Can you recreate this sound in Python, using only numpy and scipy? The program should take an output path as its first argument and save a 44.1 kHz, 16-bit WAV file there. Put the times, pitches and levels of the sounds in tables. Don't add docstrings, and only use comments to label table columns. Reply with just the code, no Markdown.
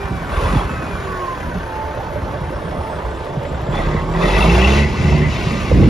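import sys
import numpy as np
from scipy import signal
from scipy.fft import rfft, irfft, next_fast_len
from scipy.io import wavfile
from scipy.ndimage import uniform_filter1d

SR = 44100
rng = np.random.default_rng(int(sys.argv[2]) if len(sys.argv) > 2 else 0)


def gain_from_db(level_db):
    decades = np.asarray(level_db, float) / 20
    return 10 ** decades


def waveform_to_disk(signal):
    frames = np.transpose(np.atleast_2d(signal))
    scaled = np.clip(frames, -1, 1) * 32767
    samples = np.round(scaled).astype(np.int16)
    wavfile.write(sys.argv[1], SR, samples)


N = 259749
SIZE = next_fast_len(N + 8192)
IDLE_PER_S = 34.1


def in_time(rows):
    s, *columns = np.transpose(rows)
    return [np.interp(np.arange(N) / SR, s, c) for c in columns]


def rms_one(x):
    return x / np.sqrt(np.mean(x ** 2) + 1e-20)


def drift(rate_hz):
    r = np.exp(-80 * np.pi * rate_hz / SR)
    slow = signal.lfilter([1], [1, -2 * r, r * r], rng.standard_normal(N // 40 + 2002))[2000:]
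    return np.interp(np.arange(N) / 40, np.arange(len(slow)), rms_one(slow))


def bump(s, half_s):
    return np.exp(-((np.arange(N) / SR - s) / half_s) ** 2)


def modes(x, table):
    out = 0
    for hz, width_hz, db in table:
        r = np.exp(-np.pi * width_hz / SR)
        poles = [2, -4 * r * np.cos(2 * np.pi * hz / SR), 2 * r * r]
        out = out + gain_from_db(db) * signal.lfilter([1 - r * r, 0, r * r - 1], poles, x)
    return out


def patchy_noise(colour, patchy_db, rate_hz):
    octave = np.log2(np.fft.rfftfreq(SIZE, 1 / SR) + 1)
    hz, db = np.transpose(colour)
    shaped = rfft(rng.standard_normal(SIZE)) * gain_from_db(np.interp(octave, np.log2(hz), db, -120, -120))
    out, together = 0, drift(rate_hz)
    for centre in np.arange(np.log2(hz[0]), np.log2(hz[-1]) + .5, .5):
        band = np.clip(1 - 2 * abs(octave - centre), 0, 1)
        flicker_db = patchy_db * (0.38 * together + drift(rate_hz))
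        out = out + irfft(shaped * band, SIZE)[:N] * gain_from_db(flicker_db)
    return rms_one(out)


def marks(turns):
    return np.flatnonzero(np.diff(np.floor(turns), prepend=np.floor(turns[0])))


def bursts(at, db, decay_s):
    clicks = np.full(N, 1e-18)
    clicks[at] = gain_from_db(db)
    return signal.lfilter([1], [1, -np.exp(-1 / (decay_s * SR))], clicks)


def tone(turns, level_db, flutter_db, wobble):
    phase = 2 * np.pi * turns + wobble * drift(20)
    return np.sqrt(2) * gain_from_db(level_db + flutter_db * drift(14)) * np.sin(phase)


def rings(hits, rise_s, t60_s, lift_db):
    out, t = np.zeros(N + SR), np.arange(SR // 12) / SR
    shape = (1 - np.exp(-t / rise_s)) ** 2 * gain_from_db(lift_db - 60 * t / t60_s)
    for s, db, hz in hits:
        i = round((s - rise_s) * SR)
        out[i:i + len(t)] += gain_from_db(db) * shape * np.sin(2 * np.pi * hz * t)
    return out[:N]


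# (time [s], rate [firings per s])
SPEED = [(0, 44), (.3, 40.3), (.62, 48.3), (.75, 47.2), (1.18, 40.1), (1.66, 32.9), (1.76, 31.9),
         (2.0, 32.4), (3.64, 32.5), (3.76, 36.5), (4.19, 42), (4.3, 46), (4.7, 68), (4.84, 72.8),
         (4.99, 71.6), (5.24, 74.6), (5.65, 63.8), (5.89, 60)]


def crank():
    per_s, = in_time(SPEED)
    fired = np.cumsum(per_s) / SR
    return per_s, fired - fired[round(1.95 * SR)]


# (time [s], held [s], exhaust pulse level [dB], firing hum level [dB])
PEDAL = [
    (.3, 0.29, -34, -17),
    (3.68, 0.21, -21, -12.5),
    (3.83, 0.16, -20, -20),
    (3.97, 0.17, -23.5, -17),
    (4.11, 0.14, -18.5, -20),
    (4.2, 0.21, -22.5, -13),
    (4.4, 0.335, -18.5, -13),
    (4.72, 0.11, -20, -11.5),
    (5.03, 0.21, -22.5, -15),
]
PRESS_S, RELEASE_S = 0.04, 0.17


def fuelled(per_s):
    pulse_db, hum_db = np.full(N, -42.0), np.full(N, -40.0)
    growth_db = .15 * (per_s - IDLE_PER_S)
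    off_best_db = ((per_s - 60) / 7.5) ** 2
    for s, held_s, pressed_db, humming_db in PEDAL:
        press = [(s, -30), (s + PRESS_S, 0), (s + held_s, 0), (s + held_s + RELEASE_S, -30)]
        lifted_db, = in_time(press)
        pulse_db = np.maximum(pulse_db, pressed_db + growth_db + lifted_db)
        hum_db = np.maximum(hum_db, humming_db - off_best_db + lifted_db)
    return pulse_db, hum_db


CYLINDERS = [7, -16, 0.5, 0, 0, -7]
# (pitch [Hz], width [Hz], level [dB])
PIPE = [(153, 36, 0), (172, 40, -2), (214, 36, -2.5), (365, 60, -2.5), (425, 70, -3.5)]
# (pitch [Hz], half width [Hz], level over pulses [dB], lowest overtone, highest overtone)
STACK_NOTES = [(150, 10, -3, 2, 2), (192, 38, -1.5, 2, 4), (385, 60, -6, 5, 9), (655, 45, -15, 8, 13)]


def exhaust(fired, per_s, level_db, hum_db, uneven_db):
    at = marks(fired)
    uneven = uneven_db * rng.standard_normal(600)[:len(at)]
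    clicks = np.full(N, 1e-18)
    clicks[at] = gain_from_db(np.take(CYLINDERS, np.arange(len(at)) % 6) + uneven) / per_s[at]
    blunt = signal.sosfilt(signal.butter(2, 500, fs=SR, output="sos"), clicks)
    pulses = rms_one(modes(modes(blunt, PIPE), PIPE))
    hum = np.sqrt(2) * gain_from_db(hum_db + 0.45 * drift(7)) * np.sin(2 * np.pi * fired - .4)
    for hz, half_hz, db, low, high in STACK_NOTES:
        for k in range(low, high + 1):
            nearness = np.exp(-((k * per_s - hz) / half_hz) ** 2)
            hum += gain_from_db(level_db + db + 2.8 * drift(20)) * nearness * np.cos(2 * np.pi * k * fired)
    return gain_from_db(level_db - 5.5) * pulses + hum


# (time [s], level [dB])
EFFORT = [(0, -0.5), (.27, -1.5), (.33, 8), (.44, 11.5), (.6, 10), (.66, 3), (1.4, 0), (3.7, 1), (3.75, 11),
          (4.08, 2.5), (4.18, 9), (4.23, 17), (4.798, 18.5), (4.86, 7.5), (5.1, 11.5), (5.27, 6.5),
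          (5.34, 7), (5.89, 6)]
# (time [s], distance [m])
WALK = [(0, 1.58), (1.3, 1.63), (2.0, 3.05), (2.6, 3.5), (3.6, 6.4), (5.89, 4.5)]


def engine_state(per_s):
    (effort_db,), (metres,) = in_time(EFFORT), in_time(WALK)
    return effort_db, 20 * np.log10(metres / 2), per_s - IDLE_PER_S


def level(law, effort_db, loss_db, over_idle):
    idle_db, by_effort, by_distance, by_speed = law
    return idle_db + by_effort * effort_db - by_distance * loss_db + by_speed * over_idle


def boost_rush():
    return in_time([(5.27, 0), (5.27 + 0.037, 4.0)])[0]


# (pitch [Hz], level [dB per Hz])
BLOCK = [(150, -45), (250, -7.5), (370, -1), (470, 0), (590, 2.5), (750, -2), (900, -1.5), (1150, -2.5),
         (1450, -10.5), (1800, -13), (2400, -29.5), (3500, -22.5)]
# (pitch [Hz], level [dB per Hz])
LOAD = [(1000, 1.5), (1600, -14.5), (2000, 0.5), (2700, -4), (3300, -9), (3900, -9.5), (4600, -12.5),
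        (5300, -13.5), (6000, -17), (7000, -16.5), (8500, -24)]
# (pitch [Hz], width [Hz], level [dB])
COVER = [(1380, 80, -29), (1500, 174, 23), (1747, 72, 14)]
# (pitch [Hz], width [Hz])
KNOCK = [(1970, 190), (2680, 210), (3500, 480), (1050, 300), (1490, 70), (830, 130)]
# (idle [dB], share of effort, share of distance loss, speed [dB per firing per s])
KNOCK_LAWS = [(-63.5, 1.17, -1, -0.27), (-64.5, 1.15, -0.1, 0.29), (-61, 1.6, -0.5, -0.79),
              (-48.5, 0.94, 5.5, 0.065), (-70.5, 1.35, -0.5, 0.19), (-78.5, 0.93, -2, 0.34)]
# (time [s], mode number, level [dB])
FLARES = [(.33, 3, -38), (.39, 1, -37), (.45, 3, -40), (.51, 7, -48), (.56, 1.5, -36), (.61, 7, -41),
          (3.76, 1, -41), (3.81, 0, -32), (3.86, 0, -31), (3.93, 0, -33), (3.98, 0, -30), (4.25, 0, -26),
          (4.33, 0, -29), (4.37, 0.5, -22.5), (4.42, 2, -25.5), (4.48, 0.5, -35), (4.7, 2, -39),
          (4.5, 1, -28), (5.18, 0, -36), (5.19, 0, -42), (4.41, 4.5, -26), (4.55, 2.5, -32), (4.57, 6, -35),
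          (4.64, 1, -23), (4.64, 1, -21), (4.72, 2, -33), (4.56, 4, -26), (4.77, 5, -33), (.53, 5, -26),
          (.6, 3, -28), (4.78, -2, -44), (4.77, 0.5, -45), (4.8, -5, -40), (4.84, -0.5, -26),
          (5.12, 0.5, -37), (5.12, 1, -40), (5.08, -0.5, -33), (5.235, -0.5, -24.5), (5.27, 0, -34),
          (5.4, 4, -39), (5.6, 4, -48)]
FLARE_S = 0.037


def combustion(fired, state, rush_db):
    block_db = level((-29, 0.7134, -0.08, -0.1556), *state)
    load_db = level((-41.5, 0.9163, -0.05, 0.0942), *state) + rush_db
    cover_db = level((-35.5, -0.11, 0.93, -0.0653), *state)
    at = marks(fired + .3)
    swell_blow, crack_blow = rng.standard_normal((600, 2))[:len(at)].T
    swell = bursts(at, 2.5 * swell_blow, decay_s=0.011)
    body = rms_one(patchy_noise(BLOCK, patchy_db=1.2, rate_hz=9) * (2.6 + swell))
    clatter = rms_one(patchy_noise(LOAD, patchy_db=0.87, rate_hz=10.0) * (2.5 + swell))
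    cover = rms_one(modes(rng.standard_normal(N) * (2.0 + swell), COVER))
    out = gain_from_db(block_db - 0.9) * body + gain_from_db(load_db - 3.0) * clatter + gain_from_db(cover_db) * cover
    for k, (hz, width_hz) in enumerate(KNOCK):
        gain = gain_from_db(level(KNOCK_LAWS[k], *state))
        for s, mode, db in FLARES:
            if round(mode) == k:
                gain = gain + gain_from_db(db - 6.5) * bump(s, FLARE_S)
        crack = rng.standard_normal(N) * (.5 + bursts(at, 1.8 * crack_blow, decay_s=.004))
        rung = modes(modes(crack, [(hz, width_hz, 0)]), [(hz, 2 * width_hz, 0)])
        out += gain * rms_one(rung)
    return out, load_db


# (time [s], peak level [dB], pitch [Hz])
PINGS_LOW = [(0.355, -19, 1070), (0.427, -17, 1070), (0.455, -10.5, 990), (0.559, -18, 1020),
             (0.57, -9.5, 840), (3.749, -20, 870), (4.03, -21, 1080), (4.152, -14, 1040), (4.2, -24, 1020),
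             (4.247, -24, 850), (4.268, -23, 1010), (4.29, -23, 930), (4.301, -23, 910), (4.413, -6, 906),
             (4.47, -10, 840), (4.524, -10, 880), (4.534, -18, 890), (4.577, -15, 826), (4.621, -15, 910),
             (4.632, -17, 1010), (4.684, -17, 820), (4.757, -16, 820), (4.77, -15, 780), (4.943, -18, 1040),
             (5.054, -25, 820), (5.129, -12, 935), (5.353, -19, 1010), (5.408, -24, 890), (5.465, -23, 910),
             (5.824, -14, 815)]
# (time [s], peak level [dB], pitch [Hz])
PINGS_MID = [(0.433, -25, 1980), (0.467, -25, 1960), (0.524, -26, 1910), (3.791, -21, 2090),
             (3.85, -23, 1990), (3.928, -24, 1990), (3.988, -23, 1880), (4.147, -18, 1940),
             (4.164, -26, 1950), (4.173, -22, 1820), (4.224, -20, 2090), (4.237, -19, 2040),
             (4.249, -13, 1890), (4.267, -16, 2010), (4.357, -17, 1970), (4.377, -18, 1935),
             (4.393, -15, 2080), (4.432, -15, 2160), (4.47, -19, 2150), (4.522, -16, 2120),
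             (4.625, -10, 1950), (4.637, -14, 2050), (4.693, -25, 1930), (4.753, -19, 2040),
             (4.771, -13, 1980), (4.783, -21, 1990), (4.81, -16, 2030), (4.825, -12, 2110),
             (4.84, -11, 2000), (4.892, -21, 2010), (4.937, -30, 1990), (5.036, -29, 1920),
             (5.086, -19, 2120), (5.16, -18, 2110), (5.175, -21, 2070), (5.229, -18, 1953),
             (5.251, -23, 2090), (5.283, -21, 2020), (5.362, -27, 1950), (5.37, -26, 2010),
             (5.477, -33, 1930), (5.536, -28, 1950), (5.671, -35, 1990), (5.718, -31, 2040),
             (5.769, -31, 2000)]
# (time [s], peak level [dB], pitch [Hz])
PINGS_HIGH = [(0.451, -30, 2710), (0.57, -27, 2760), (4.17, -27, 2510), (4.218, -17, 2560),
              (4.243, -19, 2560), (4.287, -22, 2590), (4.307, -14, 2600), (4.331, -17, 2640),
              (4.349, -11, 2620), (4.368, -11, 2600), (4.408, -8, 2700), (4.427, -6.5, 2660),
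              (4.498, -20, 2700), (4.51, -17, 2570), (4.538, -16, 2600), (4.551, -13, 2720),
              (4.587, -14, 2680), (4.602, -12, 2700), (4.62, -11, 2640), (4.649, -7, 2720),
              (4.722, -17, 2710), (4.735, -15, 2710), (4.763, -19, 2670), (4.777, -22, 2570),
              (4.806, -14, 2670), (4.818, -18, 2540), (4.833, -15, 2590), (4.977, -26, 2610),
              (5.084, -24, 2620), (5.097, -24, 2600), (5.113, -20, 2660), (5.124, -20, 2690),
              (5.15, -20, 2700), (5.165, -25, 2650), (5.177, -25, 2620), (5.217, -26, 2710),
              (5.305, -28, 2680), (5.379, -22, 2730), (5.413, -22, 2770), (5.476, -25, 2780),
              (5.58, -28, 2690), (5.617, -30, 2720), (5.651, -27, 2740), (5.714, -28, 2560),
              (5.774, -26, 2550)]
# (time [s], peak level [dB], pitch [Hz])
PINGS_TOP = [(0.335, -28, 3410), (0.361, -29, 3500), (0.448, -26, 3440), (0.473, -31, 3470),
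             (0.496, -29, 3460), (0.559, -26, 3360), (0.603, -23, 3320), (3.747, -24, 3420),
             (3.769, -23, 3450), (3.777, -26, 3440), (3.853, -34, 3500), (4.156, -34, 3430),
             (4.223, -22, 3610), (4.279, -31, 3400), (4.297, -29, 3380), (4.337, -30, 3560),
             (4.353, -27, 3630), (4.379, -25, 3510), (4.395, -28, 3450), (4.421, -38, 3370),
             (4.51, -27, 3460), (4.546, -26, 3340), (4.611, -21, 3320), (4.636, -25, 3470),
             (4.713, -19, 3510), (4.749, -25, 3450), (5.016, -32, 3440), (5.361, -26, 3600),
             (5.397, -29, 3400), (5.476, -31, 3620)]


def pings():
    hits = PINGS_LOW + PINGS_MID + PINGS_HIGH + PINGS_TOP
    return rings(hits, rise_s=0.001987, t60_s=0.036, lift_db=2.5)


def valve_ticks(fired, load_db):
    at = marks(fired / 3)
    strong = np.floor(fired[at] / 3) % 2 == 0
    db = -45 + np.where(strong, 0, -4) + 1.5 * rng.standard_normal(200)[:len(at)]
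    tick = rng.standard_normal(N) * bursts(at, db, decay_s=.012)
    bright = signal.butter(2, [2800, 12500], "band", fs=SR, output="sos")
    return signal.sosfilt(bright, tick) * gain_from_db(-0.1 * (load_db + 41))


WHINE_DB = {1: -55, 2: -56, 3: -44, 4: -62, 6: -58}
# (time [s], thirds, half length [s], level [dB])
SWELLS = [(0.01, 1, 0.084, -31), (0.893, 1, 0.049, -32), (1.154, 1, 0.14, -31.5), (.05, 2, 0.34, -39.5),
          (0.19, 6, 0.14, -46), (.56, 6, .07, -52), (0.72, 6, 0.05, -43.5), (.82, 6, .06, -50),
          (0.027, 6, .05, -49), (5.6, 2, 0.11, -34.5), (3.95, 3, 0.085, -43), (0.95, 6, 0.09, -45),
          (0.743, 3, 0.057, -37), (1.095, 3, 0.014, -35), (1.114, 3, 0.016, -32), (1.155, 3, 0.026, -32),
          (1.2, 3, 0.025, -29), (1.24, 3, 0.022, -27.5), (1.285, 3, .008, -29), (1.3, 3, 0.02, -27.5),
          (1.33, 3, .02, -35), (1.4, 3, .14, -43), (1.797, 3, 0.12, -29.5), (2.003, 3, 0.12, -38),
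          (2.347, 3, 0.37, -45.5), (2.883, 3, 0.057, -33), (3.286, 3, 0.29, -46), (4.116, 3, 0.1, -39),
          (4.81, 3, 0.07, -34), (1.1, 4, 0.02, -40), (1.15, 4, .03, -34)]
WHINE_TEETH = 27.35


def whine(fired):
    out = 0
    for k, rest_db in WHINE_DB.items():
        gain = gain_from_db(rest_db)
        for s, thirds, half_s, db in SWELLS:
            if round(thirds) == k:
                gain = gain + gain_from_db(db) * bump(s, half_s)
        out = out + gain * tone(fired * WHINE_TEETH * k / 3, 0, flutter_db=.5 + .3 * k, wobble=.11 * k)
    return out


# (time [s], speed [turns per s], whistle level [dB])
TURBO = [(0, 3940, -67), (.3, 3780, -70), (.55, 3690, -71), (.8, 3575, -65), (1.15, 3420, -66),
         (1.5, 3250, -67), (1.95, 3000, -67), (2.45, 2750, -66), (2.9, 2600, -64), (3.3, 2500, -70),
         (3.7, 2450, -69), (4.15, 2480, -66), (4.4, 2800, -76), (4.9, 3500, -76), (5.2, 3680, -72),
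         (5.6, 3980, -71), (5.89, 4100, -70)]
# (multiple of shaft speed, level [dB])
TURBO_LINES = [(2, -.5), (3, 0), (4, -1), (5, -9)]
# (pitch [Hz], width [Hz], lift [dB])
INTAKE = (7550, 800, 9)


def turbo():
    shaft_hz, whistle_db = in_time(TURBO)
    turns = np.cumsum(shaft_hz) / SR
    duct_hz, width_hz, lift_db = INTAKE
    out = 0
    for k, db in TURBO_LINES:
        near = np.exp(-((k * shaft_hz - duct_hz) / width_hz) ** 2)
        top_lift_db = 4 * (k * shaft_hz > 12800)
        line_db = whistle_db + 2.5 + db + lift_db * near + top_lift_db
        out = out + tone(k * turns, line_db, flutter_db=3.0, wobble=1.3 + 5 * near ** 6)
    return out


# (multiple of firing rate, level [dB])
IDLE_ORDERS = [(2, -38), (11, -45), (13.5, -44), (16, -42), (18.5, -44)]


def idle_tones(fired, per_s):
    settled = np.exp(-((per_s - 32.4) / 1.5) ** 2)
    return settled * sum(tone(k * fired, db, flutter_db=2.5, wobble=.35) for k, db in IDLE_ORDERS)


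# (time [s], peak level [dB])
SHIELD_HITS = [
    (1.79, -26),
    (1.975, -18),
    (2.16, -15),
    (2.345, -20),
    (2.53, -27),
    (2.715, -28),
    (3.27, -19),
    (3.455, -21),
]


def shield():
    hits = [(s, db, 591) for s, db in SHIELD_HITS]
    return rings(hits, rise_s=0.00298, t60_s=0.097, lift_db=2.0)


# (pitch [Hz], level [dB per Hz])
AIR = [(5000, -56), (6500, -23), (7700, 1), (9000, 11.5), (10500, 3), (11500, 1), (12500, -12), (13500, -8),
       (14500, -10), (15600, 3), (16200, -50)]
# (time [s], level [dB])
PUFFS = [
    (.46, -73),
    (4.4, -44),
    (4.55, -44),
]


def intake_air(air_db):
    gain = gain_from_db(air_db + 3.0) + sum(gain_from_db(db) * bump(s, FLARE_S) for s, db in PUFFS)
    return gain * patchy_noise(AIR, patchy_db=1.0, rate_hz=15.0)


# (time [s], peak level [dB], start pitch [Hz], end pitch [Hz], 60 dB decay [s])
THUMPS = [(0.108, -6.5, 194, 118, 0.05), (0.12, -4.5, 324, 170, 0.022), (.178, -18, 330, 150, 0.035),
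          (0.37, -7.5, 87, 53.7, 0.17), (.42, -11, 160, 80, 0.067), (0.451, -8, 111, 65, 0.14),
          (0.532, -2.5, 230, 130, 0.06), (0.5535, -3, 330, 200, 0.034), (0.5627, 4.5, 150, 75, 0.044),
          (.652, -8, 90, 60, .08), (0.706, -7.5, 199, 120, 0.046), (.785, -13, 170, 121, .05),
          (0.875, -14, 330, 200, 0.02), (1.547, -14.5, 240, 166, 0.15), (1.573, -11, 200, 120, 0.046),
          (2.224, -13.5, 108, 69, 0.13), (2.415, -7, 172, 75, 0.051), (2.784, -12, 122, 75, 0.1),
          (3.368, -8, 205, 108, 0.12), (3.685, -4, 203, 99, 0.051), (5.046, -3, 213, 123, 0.082),
          (5.467, -5, 187, 135, 0.088), (5.714, 3, 555, 442, 0.033), (5.722, 4, 153, 99, 0.027),
          (5.769, -7.5, 336, 240, 0.09), (5.8, -7, 298, 228, 0.06), (5.825, -4, 544, 417, 0.06),
          (5.835, -10, 430, 270, 0.08), (5.859, -6, 336, 252, 0.04), (5.872, 0.5, 277, 188, 0.11)]


def thumps():
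    out, t = np.zeros(N), np.arange(SR // 5) / SR
    for s, db, hz, end_hz, t60 in THUMPS:
        turns = end_hz * t + (hz - end_hz) * 0.012 * (1 - np.exp(-t / 0.014))
        shape = gain_from_db(db - 60 * t / max(t60, .01)) * (1 - np.exp(-t / 0.0034))
        thump = shape * np.sin(2 * np.pi * turns)
        i = round(s * SR)
        out[i:i + len(t)] -= thump[:N - i]
    return out


# (time [s], level [dB])
GUSTS = [(0, -25), (.25, -22), (.44, -24.5), (.57, -20), (.64, -22), (.9, -22.5), (1.31, -29.5),
         (1.57, -22), (1.75, -31.5), (2.2, -23.5), (3.3, -25.5), (3.65, -22), (4.9, -18.5), (5.04, -13.5),
         (5.33, -16), (5.69, -18), (5.74, -6.5), (5.89, -6)]
# (pitch [Hz], level [dB per Hz])
RUMBLE = [(20, -36), (35, -7.5), (60, 4), (100, -0.5), (160, -2), (250, -10), (400, -13.5), (700, -28.5),
          (1000, -59)]


def wind(stack_db):
    gust_db, = in_time(GUSTS)
    gain = gain_from_db(-2.18) * np.hypot(gain_from_db(gust_db), gain_from_db(stack_db))
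    return gain * patchy_noise(RUMBLE, patchy_db=2.5, rate_hz=14.0)


def scattered(x):
    cells = signal.stft(x, nperseg=1024)[2]
    chance = rng.standard_normal((2, *cells.shape))
    wander = uniform_filter1d(uniform_filter1d(chance, size=3, axis=1), size=8, axis=2)
    out = signal.istft(cells * np.exp(1j * 12 * wander), nperseg=1024)[1][:, :N]
    return out * np.std(x) / np.std(out)


# (pitch [Hz], left lead [radians], left minus right [dB], shared share [0-1])
PORTS = [(60, 0, -.8, .91), (300, -.2, -1.5, .93), (600, -.8, -4, .85), (1100, -.8, -2.5, .75),
         (1450, -1.2, -1, .72), (2200, -.4, 4, .65), (3200, .4, 5, .8), (5200, .4, 3.5, .88),
         (6000, -.3, 2, .9), (7100, -1.7, 1, .93), (8300, -3.1, 0, .95), (9600, -4.5, 0, .93),
         (11500, -6.3, 0, .93), (14500, -9.4, 0, .9)]


def ports(x, direct):
    hz, *columns = np.transpose(PORTS)
    at = np.log(np.fft.rfftfreq(SIZE, 1 / SR) + 1)
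    lead, tilt_db, share = (np.interp(at, np.log(hz), c) for c in columns)
    side = np.array([[.5], [-.5]])
    shared = np.sqrt(share) * rfft(x, SIZE) + rfft(direct, SIZE)
    heard = np.exp(1j * side * lead) * shared + np.sqrt(1 - share) * rfft(scattered(x), SIZE)
    return irfft(heard * gain_from_db(side * tilt_db), SIZE)[:, :N]


def scene():
    per_s, fired = crank()
    state = engine_state(per_s)
    rush_db = boost_rush()
    pulse_db, hum_db = fuelled(per_s)
    stack = exhaust(fired, per_s, pulse_db, hum_db, uneven_db=4.0)
    engine, load_db = combustion(fired, state, rush_db)
    engine += valve_ticks(fired, load_db)
    engine += turbo()
    engine += intake_air(level((-59.5, 1.07, 0.57, -0.03), *state) + rush_db)
    direct = stack + pings() + whine(fired) + idle_tones(fired, per_s) + shield() + thumps()
    return ports(engine + wind(pulse_db - 9), direct)


# (low edge [Hz], high edge [Hz])
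ONLY_SIDE_HZ = [(7680, 8950), (13750, 20000)]
# (low edge [Hz], high edge [Hz])
ONLY_MID_HZ = (10800, 13000)


def joined_treble(x):
    left, right = rfft(x, SIZE)
    hz = np.fft.rfftfreq(SIZE, 1 / SR)
    opposed = sum((hz > low) & (hz < high) for low, high in ONLY_SIDE_HZ)
    mid = (left + right) / 2 * (1 - opposed)
    side = (left - right) / 2 * ((hz < ONLY_MID_HZ[0]) | (hz > ONLY_MID_HZ[1]))
    return irfft(np.array([mid + side, mid - side]), SIZE)[:, :N]


def roll_off(x):
    return signal.sosfilt(signal.butter(12, 15800, fs=SR, output="sos"), x)


def record(dry):
    x = signal.sosfilt(signal.butter(2, 28, "high", fs=SR, output="sos"), dry)
    rounded = .98 * np.tanh(x / .98)
    return roll_off(joined_treble(rounded))


dry = scene()
out = record(dry)
waveform_to_disk(out)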